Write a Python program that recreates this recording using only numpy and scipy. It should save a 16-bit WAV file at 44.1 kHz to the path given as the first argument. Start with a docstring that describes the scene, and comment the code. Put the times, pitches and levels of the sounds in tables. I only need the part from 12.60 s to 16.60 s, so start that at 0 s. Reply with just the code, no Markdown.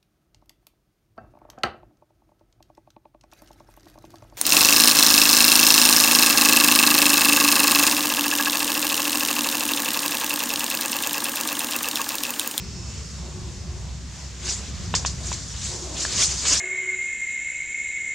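"""Woodland hiss, a low rumble with a hum, a swarm's drone and a fading cricket; then boughs swish and twigs snap.
Hiss and rumble are coloured noise in flickering bands; the hum is one sine that drifts in pitch.
The swarm sums drifting wing tones with overtones; the cricket is a few trembling, throbbing lines.
A leafy bundle being lifted is dense noise grains in gusts; snaps are decaying modes, a knock and a leaf shower.
The recorder passes its treble a little late and cuts the top."""
import sys
import numpy as np
from scipy import signal
from scipy.fft import rfft, irfft
from scipy.io import wavfile
from scipy.ndimage import uniform_filter1d

SR = 44100
rng = np.random.default_rng(int(sys.argv[2]) if len(sys.argv) > 2 else 0)


def digitize_waveform(pressure):
    """Quantize a signal to 16-bit integers and store it at the path in sys.argv[1].

    Rows of a 2-D input are taken as channels; values are limited to [-1, 1].
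    """
    field = np.atleast_2d(pressure).T
    bounded = np.clip(field, -1, 1)
    quanta = np.round(bounded * 32767).astype(np.int16)
    wavfile.write(sys.argv[1], SR, quanta)


N = 176400


def undb(db):
    """Amplitude ratio of a level in dB."""
    return 10 ** (np.asarray(db) / 20)


def unit(x):
    """Scale to an RMS of 1."""
    return x / np.sqrt(np.mean(x ** 2))


def curve(rows, column=1):
    """A table column joined by straight lines in time."""
    rows = np.array(rows)
    return np.interp(np.arange(N) / SR, rows[:, 0], rows[:, column])


def on_log(table, hz):
    """Value of a (frequency [Hz], value) table at hz, on a log frequency axis."""
    table = np.array(table)
    return np.interp(np.log(np.maximum(hz, 1)), np.log(table[:, 0]), table[:, 1])


def walk(rate_hz):
    """Random levels held 1 / rate_hz s and slewed twice; RMS 1."""
    hold = int(SR / rate_hz)
    steps = np.repeat(rng.standard_normal(N // hold + 1), hold)
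    slewed = uniform_filter1d(uniform_filter1d(steps, hold), hold)[:N]
    return unit(slewed - slewed.mean())


def bin_hz():
    """Frequencies of the spectrum bins."""
    return np.arange(N // 2 + 1) * SR / N


def shape(x, gain):
    """Filter by a gain given as a function of Hz."""
    return irfft(rfft(x) * gain(bin_hz()), N)


def band_weight(place, k):
    """Raised-cosine weight of band k; neighbouring bands sum to 1."""
    return np.cos(np.pi / 2 * np.clip(place - k, -1, 1)) ** 2


def spread(mid, side, left_db):
    """Left and right from mid and side, leaning left by left_db."""
    return np.array([mid + side, mid - side]) * undb(np.array([[left_db], [-left_db]]) / 2)


def tone(hz):
    """Sine of RMS 1 at a varying pitch, from a random phase."""
    return np.sqrt(2) * np.sin(2 * np.pi * (np.cumsum(hz) / SR + rng.random()))


# background spectrum: (frequency [Hz], relative density [dB per Hz])
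WOOD_COLOUR = [(20, -48), (35, -17), (46, -10.5), (69, 0), (91, -3.5), (173, -7.5), (313, -24.5),
               (500, -26), (761, -29), (996, -27.5), (1400, -31), (2000, -31), (3000, -32), (4600, -28.5),
               (7100, -26.5), (8300, -35.5), (9500, -46), (11500, -53.5), (15500, -63.5)]
# background width: (frequency [Hz], side against mid [dB])
WOOD_WIDTH = [(60, -15), (110, -10), (200, -10), (380, -9), (700, -9), (1290, -10), (2380, -8), (4400, -7),
              (8120, -7), (15000, 2)]
# background gain: (time [s], hiss [dB], middle [dB], rumble [dB])
WOOD_GAIN = [(0, 2.5, 1, 1), (.4, 2, 2.5, 0), (.55, 2, -1, -0.5), (.65, 1, 3.5, 1.5), (.85, 0, 1, 1),
             (1.0, -1, 1, 0.5), (1.35, -0.5, 0.5, 1.5), (1.6, 1.5, 1.5, -5), (1.8, 1.5, 0.5, -2),
             (2.3, 3, 2.5, 5), (2.7, 5, 4, 1.5), (2.95, 1.5, 1, 1), (3.07, 5, -1.5, 2.5), (3.13, 3, 8, -1),
             (3.22, 3, 3, -3), (3.35, 5, 9, -1.5), (3.5, 7.5, 7, -0.5), (4, 3.5, -1.5, -3.5)]
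WOOD_DB = -36  # before WOOD_GAIN
RUMBLE_TOP_HZ, MIDDLE_TOP_HZ, HISS_LEFT_DB = 280, 1200, 0.1
SWAY_DB, FLICKER_DB, MIDDLE_FLICKER_DB = .6, 1.2, 2.4


def wood():
    """Half-octave noise bands flicker alone; those above the rumble also sway together."""
    hz = bin_hz()
    noise = rfft(rng.standard_normal((2, N)))  # mid, side
    noise = noise * undb(on_log(WOOD_COLOUR, hz)) * undb([0 * hz, on_log(WOOD_WIDTH, hz)])
    noise = noise / np.sqrt(np.mean(irfft(noise[0], N) ** 2))
    sway_db = SWAY_DB * walk(7.21)
    place = 2 * np.log2(np.maximum(hz, 1) / 20)
    out = 0
    for k in range(20):
        centre_hz = 20 * 2 ** (k / 2)
        if centre_hz < RUMBLE_TOP_HZ:
            column, flicker_db, shared_db, left_db = 3, FLICKER_DB, 0, 0
        elif centre_hz < MIDDLE_TOP_HZ:
            column, flicker_db, shared_db, left_db = 2, MIDDLE_FLICKER_DB, sway_db, HISS_LEFT_DB
        else:
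            column, flicker_db, shared_db, left_db = 1, FLICKER_DB, sway_db, HISS_LEFT_DB
        mid, side = irfft(noise * band_weight(place, k), N)
        level_db = curve(WOOD_GAIN, column) + flicker_db * walk(12) + shared_db
        out = out + spread(mid, side, left_db) * undb(level_db)
    return out * undb(WOOD_DB)


HUM_HZ, HUM_WANDER_RATIO, HUM_DB = 64.3, 0.023, -39.5


def hum():
    """A steady low sine that wavers in pitch."""
    return tone(HUM_HZ * (1 + HUM_WANDER_RATIO * walk(5.4))) * undb(HUM_DB)


# swarm drone: (time [s], level [dB])
SWARM_LEVEL = [(0.0, -52), (0.21, -50.5), (0.33, -66), (0.37, -53), (0.48, -64), (0.62, -53.5),
               (0.7, -49.5), (0.8, -43), (0.88, -46.5), (1.0, -56), (1.09, -47.5), (1.2, -53), (1.35, -60),
               (1.67, -71), (1.89, -45.5), (1.97, -61.5), (2.76, -49), (2.86, -91), (3.09, -54),
               (3.15, -36.5), (3.19, -52), (3.23, -38), (3.28, -45), (3.32, -54), (3.4, -46), (3.46, -46),
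               (3.52, -57), (3.63, -48), (3.66, -49), (3.71, -47), (3.77, -61), (3.87, -50), (4.0, -70)]
# wing overtones: (multiple of the pitch, relative level [dB])
WING_OVERTONES = [(1, 3.5), (2, -15), (3, -10)]
SWARM_HZ, SWARM_SPREAD_RATIO, SWARM_WANDER_RATIO = 358, .05, .035
SWARM_SURGE_DB, SWARM_SURGE_HZ = 4, 22


def swarm():
    """Nine wing tones at nearby, drifting pitches, each placed elsewhere and coming and going."""
    out = 0
    for offset, pan in rng.standard_normal((9, 2)):
        hz = SWARM_HZ * (1 + SWARM_SPREAD_RATIO * offset + SWARM_WANDER_RATIO * walk(12))
        wing = sum(undb(db) * tone(multiple * hz) for multiple, db in WING_OVERTONES)
        wing = wing * undb(SWARM_SURGE_DB * walk(SWARM_SURGE_HZ))
        out = out + spread(wing, 0.15 * pan * wing, 0)
    return unit(out) * undb(curve(SWARM_LEVEL))


# cricket: (time [s], main line level [dB], pitch [Hz])
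CRICKET_SONG = [(0, -53, 5280), (.15, -50, 5300), (.3, -48.5, 5310), (.45, -52.5, 5400), (.6, -54, 5400),
                (.8, -62, 5380), (1.0, -63, 5370), (1.3, -66, 5400), (1.6, -80, 5400)]
# cricket lines: (multiple of the pitch, relative level [dB])
CRICKET_LINES = [(1, 0), (1.075, -9), (.84, -7), (.495, -11)]
CRICKET_THROB_DB, CRICKET_THROB_HZ, CRICKET_LEFT_DB = 3, 100, -5.0
CRICKET_JITTER_RATIO, CRICKET_JITTER_HZ = .011, 800


def cricket():
    """A few narrow lines, trembling in pitch and throbbing in level, to the right."""
    out = 0
    for multiple, line_db in CRICKET_LINES:
        jitter = 1 + CRICKET_JITTER_RATIO * walk(CRICKET_JITTER_HZ)
        hz = multiple * curve(CRICKET_SONG, column=2) * jitter
        throb_db = CRICKET_THROB_DB * walk(CRICKET_THROB_HZ)
        out = out + tone(hz) * undb(line_db + curve(CRICKET_SONG) + throb_db)
    return spread(out, 0 * out, CRICKET_LEFT_DB)


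PATCHY_DB, PATCHY_HZ = 2.1, 70


def patchy(x):
    """Quarter-octave bands flicker quickly and alone: leaves of different size crackle by turns."""
    spectrum = rfft(x)
    place = np.clip(4 * np.log2(np.maximum(bin_hz(), 1) / 250), 0, 23)
    out = 0
    for k in range(24):
        out = out + irfft(spectrum * band_weight(place, k), N) * undb(PATCHY_DB * walk(PATCHY_HZ))
    return out


# leaf spectrum: (frequency [Hz], gain [dB])
LEAF_COLOUR = [(200, -9), (500, -13), (800, -14.5), (1330, -12), (2130, -9), (3240, -7.5), (5000, -3),
               (7080, 0.5), (8300, -9.5), (9500, -20.5), (11600, -36.5), (15500, -56)]
# leaf width: (frequency [Hz], side against mid [dB])
LEAF_WIDTH = [(300, -13), (1500, -17), (3000, -12), (6000, -9.5), (8500, -6), (14000, 3)]
GRAINS_PER_S, GRAIN_SPREAD_DB, GRAIN_ENERGY_DECAY_S = 6000, 1.5, .0007
LEAF_LEFT_DB, BODY_TOP_HZ = 0.33, 3730


def leaves():
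    """Dense leaf clicks of uneven size, smeared into brief noise: (body, treble), each left and right."""
    hit = rng.random((2, N)) < GRAINS_PER_S / SR
    clicks = hit * undb(GRAIN_SPREAD_DB * rng.exponential(size=(2, N)))
    tail = np.exp(-np.arange(400) / SR / GRAIN_ENERGY_DECAY_S)
    energy = signal.fftconvolve(clicks ** 2, tail[None])[:, :N]
    mid, side = np.sqrt(np.maximum(energy, 0)) * rng.standard_normal((2, N))
    side = shape(side, lambda f: undb(on_log(LEAF_WIDTH, f)))
    both = shape(spread(mid, side, LEAF_LEFT_DB), lambda f: undb(on_log(LEAF_COLOUR, f)))
    both = unit(patchy(both))
    body = shape(both, lambda f: 1 / (1 + (f / BODY_TOP_HZ) ** 4))
    return body, both - body


# moving boughs: (time [s], level [dB], extra body below the treble [dB])
SWISH_GUSTS = [(1.7, -62, 10), (1.8, -44, 3), (1.85, -30.5, -1), (1.89, -26, -1), (1.94, -30, -8),
               (2.01, -43, 8), (2.3, -44.5, 1.5), (2.55, -42, -14), (2.61, -40, -15), (2.66, -31, -14),
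               (2.72, -36, -4), (2.79, -38.5, -12), (2.96, -36, -1.5), (3.06, -28.5, -4), (3.14, -33, -9),
               (3.31, -38.5, -11), (3.36, -32, -2), (3.405, -25.5, -7), (3.46, -30.5, 1),
               (3.54, -26.5, -3.5), (3.585, -19, -3.5), (3.628, -13.5, -5.5), (3.66, -22, -9),
               (3.70, -28, -2.5), (3.76, -30, -5), (3.79, -27.5, -16), (3.835, -28, -0.5),
               (3.862, -19.5, -3.5), (3.928, -17, -2.5), (3.96, -19, -2), (4.0, -23.5, -10)]
FADE_IN_S, SWISH_FLUTTER_DB, SWISH_FLUTTER_HZ = .05, 1.0, 30.044


def swish():
    """The boughs sweep through the undergrowth: leaf noise follows gusts in level and body."""
    body, treble = leaves()
    fade = np.clip((np.arange(N) / SR - SWISH_GUSTS[0][0]) / FADE_IN_S, 0, 1)
    level_db = curve(SWISH_GUSTS) + SWISH_FLUTTER_DB * walk(SWISH_FLUTTER_HZ)
    return fade * undb(level_db) * (treble + body * undb(curve(SWISH_GUSTS, column=2)))


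# twig snaps: (time [s], crack gain [dB], shower gain [dB], mode gain away from the centre [dB/octave],
#              knock pitch [Hz], knock gain [dB])
TWIG_SNAPS = [(2.3405, -10.5, -16, -1, 1050, -20), (2.4496, -15.5, -20.5, -0.5, 1050, -23),
              (2.7174, -21, -25, 1, 1020, -23), (3.451, -18, -29, -3, 1680, -17.5),
              (3.853, -27, -25.5, 0, 1030, -32)]
# twig modes: (frequency [Hz], gain [dB], T60 [s])
TWIG_MODES = [(1450, 6, .0038), (2800, 4.5, .0032), (1050, -6, .014), (1700, -9, .01), (2300, -8, .009),
              (3400, -9, .012), (5200, -3, .011), (6900, 0, .013)]
TWIG_CENTRE_HZ, TWIG_ATTACK_S, TWIG_DETUNE_RATIO = 1500, .00025, 0.043
KNOCK_T60_S, SHOWER_T60_S, SHOWER_BODY_DB, SNAP_TOP_HZ = .016, 0.18, -2, 8800


def snaps():
    """Each twig cracks in damped modes, knocks at its own pitch and shakes loose a short leaf shower."""
    body, treble = leaves()
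    t, ring, shower = np.arange(N) / SR, 0, 0
    detunes = rng.standard_normal((len(TWIG_SNAPS), len(TWIG_MODES)))
    for snap, detune in zip(TWIG_SNAPS, detunes):
        at_s, crack_db, shower_db, slope_db, knock_hz, knock_db = snap
        age = np.maximum(t - at_s, 0)
        crack = 0
        for (hz, gain_db, t60_s), d in zip(TWIG_MODES, detune):
            mode_db = gain_db + slope_db * abs(np.log2(hz / TWIG_CENTRE_HZ)) - 60 * age / t60_s
            crack = crack + undb(mode_db) * np.sin(2 * np.pi * hz * (1 + TWIG_DETUNE_RATIO * d) * age)
        knock = undb(knock_db - 60 * age / KNOCK_T60_S) * np.sin(2 * np.pi * knock_hz * age)
        attack = 1 - np.exp(-age / TWIG_ATTACK_S)
        ring = ring - (undb(crack_db) * crack + knock) * attack
        shower = shower + (t > at_s) * undb(shower_db - 60 * age / SHOWER_T60_S)
    both = spread(ring, 0 * ring, 0) + shower * (treble + undb(SHOWER_BODY_DB) * body)
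    return signal.sosfilt(signal.butter(3, SNAP_TOP_HZ, fs=SR, output="sos"), both)


def scene():
    """Sum of all sources, left and right."""
    return wood() + hum() + swarm() + cricket() + swish() + snaps()


SPLIT_HZ, SPLIT_WIDTH_HZ, TREBLE_LAG_S, TOP_HZ = 3995, 150, .0108, 15630


def record(dry):
    """The treble above the split comes out late; the top is cut."""
    low = shape(dry, lambda f: np.clip((SPLIT_HZ - f) / SPLIT_WIDTH_HZ + .5, 0, 1))
    treble = dry - low
    lag = int(TREBLE_LAG_S * SR)
    # mirrored treble fills the lag at the start
    late = np.concatenate([treble[:, lag:0:-1], treble[:, :-lag]], axis=1)
    return signal.sosfilt(signal.ellip(8, .2, 70, TOP_HZ, fs=SR, output="sos"), low + late)


dry = scene()
out = record(dry)
digitize_waveform(out)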